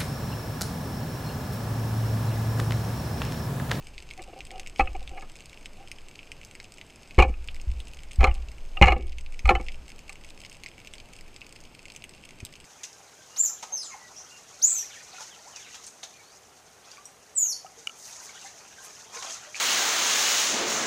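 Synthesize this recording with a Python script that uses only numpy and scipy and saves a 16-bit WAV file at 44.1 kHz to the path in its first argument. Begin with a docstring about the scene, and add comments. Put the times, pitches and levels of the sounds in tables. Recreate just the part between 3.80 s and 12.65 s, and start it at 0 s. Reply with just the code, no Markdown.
"""A shallow reef, under water; the microphone is in a watertight camera housing riding on a speargun.
Right at the microphone the gun knocks and rubs against rock: barrel and housing ring, a loose fitting
clinks, and shoves set the mount wobbling. Snapping shrimp crackle near and far, each snap a collapsing
bubble, over the rumble of passing water and the wash of the sea. The camera's limiter ducks briefly
after the loudest knocks."""
import sys
import numpy as np
from scipy import signal
from scipy.fft import rfft, irfft
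from scipy.io import wavfile
from scipy.ndimage import uniform_filter1d, minimum_filter1d

SR = 44100
rng = np.random.default_rng(int(sys.argv[2]) if len(sys.argv) > 2 else 0)


def put_to_file(sound):
    """Save the sound as 16-bit audio at rate SR, in the file named by the first command-line argument."""
    columns = np.atleast_2d(sound).T  # one column per channel
    safe = np.clip(columns, -1, 1)
    whole_steps = np.round(safe * 32767)
    wavfile.write(sys.argv[1], SR, whole_steps.astype(np.int16))


N = 390267

# gun on rock, right at the microphone: t/s, level/dB, chatter/s, hardness/(dB/octave)
KNOCKS = [(0.392, -47.5, .003, 9.5), (0.9945, -14.5, 0.0016, -4.5), (1.005, -28, 0.00056, 6),
          (1.151, -42, 0.0022, 4.5), (1.374, -44.5, 0.0051, 8), (1.423, -41.5, .0024, 0),
          (3.381, -16, 0.0027, -16.5), (3.388, -14.5, 0.015, 0.5), (3.399, -11, 0.009, -6),
          (3.412, -19.5, .006, -4), (3.423, -13.5, 0.009, 5), (3.446, -23, 0.0028, -10),
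          (3.485, -31.5, 0.011, -14.5), (4.395, -41, 0.01, -1), (4.407, -27, 0.014, 0),
          (4.430, -20, 0.0012, -5), (4.442, -12.5, 0.00046, 1.5), (4.471, -25, 0.014, -1.5),
          (5.014, -6.5, 0.0011, -9.5), (5.023, -3.5, 0.0045, 5), (5.039, -7, 0.0076, -0.5),
          (5.057, -21, 0.0022, 13.5), (5.070, -12.5, 0.0087, 3), (5.081, -8, 0.0091, 1),
          (5.104, -23, 0.0051, 5), (5.121, -10, .003, -1), (5.163, -24.5, 0.0039, -10),
          (5.19, -31, 0.048, -17), (5.655, -30.5, 0.0028, 11), (5.678, -29, 0.0027, -1),
          (5.691, -12, 0.0014, 4), (5.705, -16, 0.0063, -4.5), (5.751, -21.5, 0.0035, -1),
          (5.798, -32.5, 0.0035, -9.5), (6.294, -47, 0.00083, 17)]
# low and high modes of barrel and housing: f/Hz, level/dB, t60/s
BODY_MODES = [(207.6, -19.5, 0.086), (309.4, -11.5, 0.054), (348.7, -7.5, 0.12), (398.6, -7.5, 0.07),
              (521.4, -3.5, 0.12), (562, -20.5, 0.019), (688, -14.5, 0.11), (718, 4.5, 0.024),
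              (783, 5.5, 0.05), (857, -12, 0.043), (1063, -19.5, 0.13), (1142, -2.5, 0.03),
              (1195, -6.5, 0.066), (1293, -14, 0.085)]
CLACK_MODES = [(1717, -19, 0.038), (1783, -24, 0.075), (1987, -11, 0.021), (2236, 3, 0.025),
               (2251, 3, 0.024), (2370, 6, 0.014), (2588, -2, 0.032), (2791, -3, 0.045),
               (2878, -1.5, 0.053), (3015, -5, 0.024)]
# the many weak resonances between those modes: f/Hz, level/dB
CLATTER_SPECTRUM = [(90, -13.5), (200, -8.5), (400, -0.5), (620, -8.5), (800, 16), (950, -4), (1200, 3),
                    (1550, -10.5), (2300, -28), (3100, -16), (3600, -31.5), (8000, -57)]
# the bright crack of a contact: f/Hz, level/dB
CRACK_SPECTRUM = [(2500, -4.5), (3300, -6), (3800, -5), (4200, 6.5), (4600, -9.5), (5200, -9), (5800, -9.5),
                  (6700, -5.5), (8500, -17), (11000, -24), (15000, -46)]

def knocks(chatter=1.6, tail_db=-22, tail_s=.064, clatter_s=.012, crack_s=.0059):
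    """At the microphone: a blow and a short chatter on rough rock ring barrel and housing."""
    out, t = np.zeros(N), np.arange(SR // 4) / SR
    crack = impulse_response(CRACK_SPECTRUM)
    for s, db, chatter_s, hardness in KNOCKS:
        grit, splinters, buzz, rattle = rng.standard_normal((4, len(t)))
        grit *= np.exp(-t / chatter_s)
        buzz *= np.exp(-t / tail_s)  # loose fittings buzz on
        force = (t == 0) + chatter * grit / np.linalg.norm(grit)
        force += amp(tail_db) * buzz / np.linalg.norm(buzz)
        body = ring(struck_spot(BODY_MODES, hardness), .25, mode_ratio=-1.085)
        clack = ring(struck_spot(CLACK_MODES, 0), .25, mode_ratio=-.78)
        clatter = impulse_response([(hz, level + hardness * np.log2(np.clip(hz, 300, 1400) / 700))
                                    for hz, level in CLATTER_SPECTRUM])
        parts = [(-3, force, body),
                 (-3 + .73 * hardness, force, clack),  # a harder contact is brighter
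                 (-4.5, rattle * np.exp(-t / clatter_s), clatter),
                 (-19 + .99 * hardness, splinters * np.exp(-t / crack_s), crack)]
        for part_db, drive, response in parts:
            add(out, s, amp(db + part_db) * unit_burst(signal.fftconvolve(drive, response)))
    return out


def struck_spot(modes, db_per_octave, detune=.019, spread_db=2):
    """Every spot on the gun loads and weights the modes a little differently."""
    return [(hz * rng.normal(1, detune),
             db + spread_db * rng.normal() + db_per_octave * np.log2(hz / 700), t60)
            for hz, db, t60 in modes]


# shoves on the mount that carries the microphone: t/s, level/dB, push length/s, rebound/dB
SHOVES = [(0.998, -15, 0.016, -7), (3.381, -6, 0.0063, -14), (3.871, -19, 0.0081, -7),
          (4.385, -8.5, 0.0083, 1), (5.015, -1, 0.004, -7), (5.644, -8.5, 0.013, -1.5)]
# modes of the camera swinging on its mount: f/Hz, level/dB, t60/s
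MOUNT_MODES = [(21.1, -13, 0.49), (52.8, -14.5, 0.56), (62, -6.5, 0.35), (66.3, -29, 1.0), (90, -1.5, 0.16),
               (173, 1.5, 0.053)]

def wobble(thud_s=.06, usual_push_s=.0045):
    """Soft half-sine pushes swing the camera; the shorter the push, the more the housing thuds."""
    out, t = np.zeros(N), np.arange(SR) / SR
    swing = ring(MOUNT_MODES, 1)
    thud_spectrum = [(60, -20.5), (100, -13.5), (200, -8.5), (420, -2), (900, -67)]
    for s, db, touch_s, rebound_db in SHOVES:
        pushes = [(s, db, touch_s),  # first touch
                  (s + .0155, db + 3, touch_s * 1.22),  # the weight behind it
                  (s + .092, db + rebound_db, .0139)]  # soft rebound
        for start_s, push_db, push_s in pushes:
            push = np.sin(np.pi * np.minimum(t[:SR // 20] / push_s, 1))
            thud_db = -14 + 4 * np.log2(usual_push_s / push_s)
            thud = amp(thud_db) * noise(thud_spectrum, len(t)) * np.exp(-t / thud_s)
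            add(out, start_s, -amp(push_db) * signal.fftconvolve(push / push.sum(), swing + thud))
    return signal.sosfilt(signal.butter(1, 8, "highpass", fs=SR, output="sos"), out)


# a loose metal fitting taps the barrel, close to the microphone: t/s, level/dB
CLINKS = [(1.005, -22.5), (1.073, -32.5), (3.539, -43), (4.512, -37.5), (4.97, -30), (5.198, -47)]
# modes of the fitting: f/Hz, level/dB, t60/s
FITTING_MODES = [(824, -28, 0.09), (1243, -17, 0.064), (2120, -6, .015), (2560, -3, 0.046),
                 (2790, -2, 0.022)]

def clinks(chatter_s=.003):
    """Close by: the fitting chatters for an instant and pings."""
    out, t = np.zeros(N), np.arange(SR // 20) / SR
    ping = ring(FITTING_MODES, .1, mode_ratio=-.87)
    for s, db in CLINKS:
        force = rng.standard_normal(len(t)) * np.exp(-t / chatter_s)
        add(out, s, amp(db) * unit_burst(signal.fftconvolve(force, ping)))
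    return out


# strokes of the gun over weedy rock, close to the microphone: t/s, length/s, level/dB
RUBS = [(0.368, 0.068, -43), (0.462, 0.053, -42.5), (0.526, 0.021, -35.5), (0.552, 0.063, -41),
        (0.673, .17, -42.5), (0.994, 0.14, -43), (1.144, 0.031, -35.5), (1.2, 0.051, -46.5),
        (1.286, 0.16, -43), (1.946, 0.13, -53.5), (4.951, 0.066, -42.5)]

def rubs(level_db=-1, slips_per_s=700, clack_db=-13, ends_db=-19):
    """Close by: tiny slips ring barrel and housing as the gun slides; weed cushions the contact."""
    slips = rng.standard_normal(N) * (rng.random(N) < slips_per_s / SR)
    body = ring(BODY_MODES, .5, mode_ratio=-1.025)
    clack = amp(clack_db) * ring(CLACK_MODES, .5, mode_ratio=-.98)
    scrape = signal.oaconvolve(slips, body + clack)[:N]
    weed_spectrum = [(220, 0), (340, 6), (470, 1), (740, 8), (820, 1.5), (1100, -10), (2500, 9.5)]
    pressure = np.zeros(N)
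    for s, length_s, db in RUBS:
        arch_db = ends_db * np.linspace(-1, 1, int(length_s * SR)) ** 2
        add(pressure, s, amp(db + arch_db))
    return amp(level_db) * unit(coloured(scrape, weed_spectrum)) * pressure


# low modes of the housing around the microphone: f/Hz, level/dB, t60/s
HOUSING_MODES = [(92, -4.5, 0.043), (237, -13, 0.039), (366, -16.5, 0.032)]

def bump(at_s=8.623, level_db=-34, rise_s=.01):
    """On the housing itself: one soft tap gives a short, dull thump."""
    out, thump = np.zeros(N), ring(HOUSING_MODES, .1)
    onset = np.minimum(np.arange(len(thump)) / SR / rise_s, 1) ** 2
    add(out, at_s, amp(level_db) * unit_burst(thump * onset))
    return out


# snaps of the shrimp nearest the microphone: t/s, level/dB, treble tilt/(dB/octave)
NEAR_SNAPS = [(0.18, -29, -8), (0.3103, -27.5, -4.5), (0.606, -27.5, -8), (0.7066, -31.5, -14),
              (0.7971, -25.5, -0.5), (0.8628, -32, -5), (0.8729, -28, 1.5), (0.9608, -30.5, -7),
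              (1.276, -29, -11), (1.8583, -26.5, -3.5), (2.1158, -26, -1.5), (2.391, -30.5, -16),
              (2.5177, -25.5, -2.5), (2.649, -30.5, 9), (2.7522, -31.5, -5), (2.801, -28, -8),
              (3.013, -28.5, -5), (3.3088, -33, -5), (3.6864, -22.5, -21), (4.0027, -28, 3.5),
              (4.3142, -34, -2), (5.328, -33.5, -6.5), (5.384, -26, -3.5), (5.4628, -32, -10),
              (5.593, -26, -2), (5.8851, -23.5, -8.5), (6.295, -30, 0), (6.6496, -28.5, -5.5),
              (6.836, -27.5, -1.5), (6.8616, -25, -6), (7.073, -30, -0.5), (7.137, -28, -2.5),
              (7.5629, -30, -0.5), (7.6166, -31.5, -11), (8.0552, -31.5, -0.5), (8.1627, -27, 7.5),
              (8.2406, -25, 1.5), (8.6036, -30.5, -5), (8.6508, -23, 0.5), (8.802, -33.5, 0)]
# a snap heard from inside the housing: f/Hz, level/dB
SNAP_SPECTRUM = [(700, -42.5), (1700, -18.5), (2100, -1.5), (2650, 3), (3300, -4), (3900, -7), (4900, -5.5),
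                 (5350, -4.5), (5750, -14), (6300, -4), (7000, -12), (7700, -7), (9000, -12.5),
                 (10500, -24.5), (15000, -29)]

def near_shrimp(level_db=1, ring_s=.0005):
    """Nearby on the reef: a collapsing bubble clicks and rattles briefly through the housing wall."""
    out, t = np.zeros(N), np.arange(SR // 10) / SR
    for s, db, tilt in NEAR_SNAPS:
        burst = rng.standard_normal(len(t)) * np.exp(-t / ring_s)
        click = signal.fftconvolve(burst, impulse_response(tilted_snap(tilt)))
        click = reef_echo(click, echo_db=-5, decay_s=.0078)
        add(out, s, amp(db + level_db) * click / abs(click).max())
    return out


def far_shrimp(level_db=-56, hiss_db=-61, snaps_per_s=200, bunching=.26, ring_s=.0012, directions=24):
    """Farther off, all around: colonies crackle in loose flurries; the farthest merge into hiss."""
    out, t = np.zeros(N), np.arange(SR // 80) / SR
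    flurry = np.exp(bunching * unit(uniform_filter1d(rng.standard_normal(N), size=3000)))
    rate = snaps_per_s * flurry / flurry.mean()
    for tilt in np.linspace(-4, 4, directions):  # the housing colours each direction differently
        spectrum = [(hz, db + rng.normal(0, 2.5)) for hz, db in tilted_snap(tilt)]
        burst = rng.standard_normal(len(t)) * np.exp(-t / ring_s)
        click = unit(np.convolve(burst, impulse_response(spectrum)))
        strength_db = 7.5 * np.minimum(rng.exponential(1, N), 3.12)
        snaps = amp(strength_db) * (rng.random(N) < rate / directions / SR)
        out += signal.oaconvolve(snaps, click)[:N]
    hiss = amp(hiss_db) * noise(SNAP_SPECTRUM)
    return amp(level_db) * unit(reef_echo(out, echo_db=-10, decay_s=.0057)) + hiss


def tilted_snap(db_per_octave):
    """The snap's spectrum, made brighter or duller above 2400 Hz."""
    return [(hz, db + db_per_octave * np.log2(np.clip(hz / 2400, 1, 4))) for hz, db in SNAP_SPECTRUM]


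def reef_echo(x, echo_db, decay_s):
    """Seabed and surface scatter each snap into a short tail."""
    t = np.arange(SR // 8) / SR
    taps = rng.standard_normal(len(t)) ** 3 * np.exp(-t / decay_s) * (t > .001)
    return x + amp(echo_db) * signal.oaconvolve(x, taps / np.linalg.norm(taps))[:len(x)]


# slow drift of water right past the housing: t/s, level/dB
DRIFT = [(0.0, -42.5), (0.98, -41), (1.21, -33.5), (1.43, -44.5), (3.13, -52.5), (3.47, -44), (5.35, -31),
         (5.69, -42.5), (6.65, -52), (7.25, -48), (7.59, -52.5), (8.85, -55.5)]
# the rumble of that water: f/Hz, level/dB
FLOW_SPECTRUM = [(8, -7.5), (18, 9), (30, -13), (42, -11.5), (62, -7), (80, -33.5), (130, -29), (300, -74)]

def water_flow(wake_db=-20.5, rise_s=.03, fade_s=.24):
    """Just outside the housing: drifting water rumbles, and each shove stirs up a wake that dies away."""
    t = np.arange(N) / SR
    drift = amp(np.interp(t, *np.transpose(DRIFT)))
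    wake = sum(amp(db + wake_db) * np.clip((t - s) / rise_s, 0, 1) * np.exp(-abs(t - s) / fade_s)
               for s, db, _, _ in SHOVES)
    return np.hypot(drift, wake) * noise(FLOW_SPECTRUM)


# the sea all around the microphone: f/Hz, level/dB
SEA_SPECTRUM = [(24, -20), (40, -5), (91, -2.5), (697, -11.5), (1300, -18), (1760, -18), (2500, -18),
                (3740, -74), (5050, -68), (5720, -68), (6330, -56), (7730, -57), (10200, -30.5),
                (14100, -32.5), (16000, -74)]

def sea_wash(level_db=-55, treble_db=-6):
    """In the background: the even wash of the sea, its treble softened."""
    return coloured(amp(level_db) * noise(SEA_SPECTRUM), [(1600, 0), (2200, treble_db)])


def amp(db):
    """Decibels to gain."""
    return 10 ** (np.asarray(db) / 20)


def unit(x):
    """Scales to rms 1."""
    return x / np.sqrt(np.mean(x ** 2) + 1e-20)


def unit_burst(x):
    """Scales a burst so that its loudest 5 ms have rms 1."""
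    return x / np.sqrt(uniform_filter1d(x ** 2, 220).max() + 1e-20)


def gains(spectrum, n):
    """Gain of a spectrum of (Hz, dB) points at the bins of an n-point transform."""
    hz, db = np.transpose(spectrum)
    return amp(np.interp(np.log(np.fft.rfftfreq(n, 1 / SR) + 1), np.log(hz), db))


def coloured(x, spectrum):
    """Filters a steady sound by a spectrum."""
    return irfft(rfft(x) * gains(spectrum, len(x)), len(x))


def noise(spectrum, n=N):
    """Steady noise of rms 1 with a given spectrum."""
    return unit(coloured(rng.standard_normal(n), spectrum))


def impulse_response(spectrum, size=1024):
    """The sharpest (minimum-phase) impulse response that has a given spectrum."""
    half = np.log(gains(spectrum, size))
    log_response = signal.hilbert(np.r_[half, half[-2:0:-1]]).conj()
    return np.fft.ifft(np.exp(log_response)).real[:size // 2]


def ring(modes, seconds, mode_ratio=1):
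    """Decaying modes, the k-th scaled by mode_ratio ** k; a negative ratio alternates their signs."""
    t = np.arange(int(seconds * SR)) / SR
    return sum(mode_ratio ** k * amp(db - 60 * t / t60) * np.sin(2 * np.pi * hz * t)
               for k, (hz, db, t60) in enumerate(modes))


def add(mix, s, sound):
    """Mixes a sound in at time s."""
    part = mix[max(round(s * SR), 0):][:len(sound)]
    part += sound[:len(part)]


def scene():
    """Everything reaches the microphone through the housing, so both channels are alike."""
    gun = knocks() + clinks() + bump() + wobble() + rubs()
    mono = gun + near_shrimp() + far_shrimp() + sea_wash() + water_flow()
    return np.array([mono, mono])


def record(dry, recovery_db_per_s=14, cutoff_hz=15400):
    """The camera's limiter ducks at peaks over full scale and recovers; a low-pass trims the top."""
    peak_db = 20 * np.log10(abs(dry[0]) + 1e-9)
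    recovery_db = np.arange(N) * recovery_db_per_s / SR
    gain_db = np.minimum(recovery_db - np.maximum.accumulate(peak_db + recovery_db), 0)
    gain_db = uniform_filter1d(minimum_filter1d(gain_db, size=100), size=100)  # it looks a moment ahead
    lowpass = signal.firwin(255, cutoff_hz, window=("kaiser", 9), fs=SR)
    return signal.oaconvolve(dry * amp(gain_db), lowpass[None], "same")


dry = scene()
out = record(dry)
put_to_file(out)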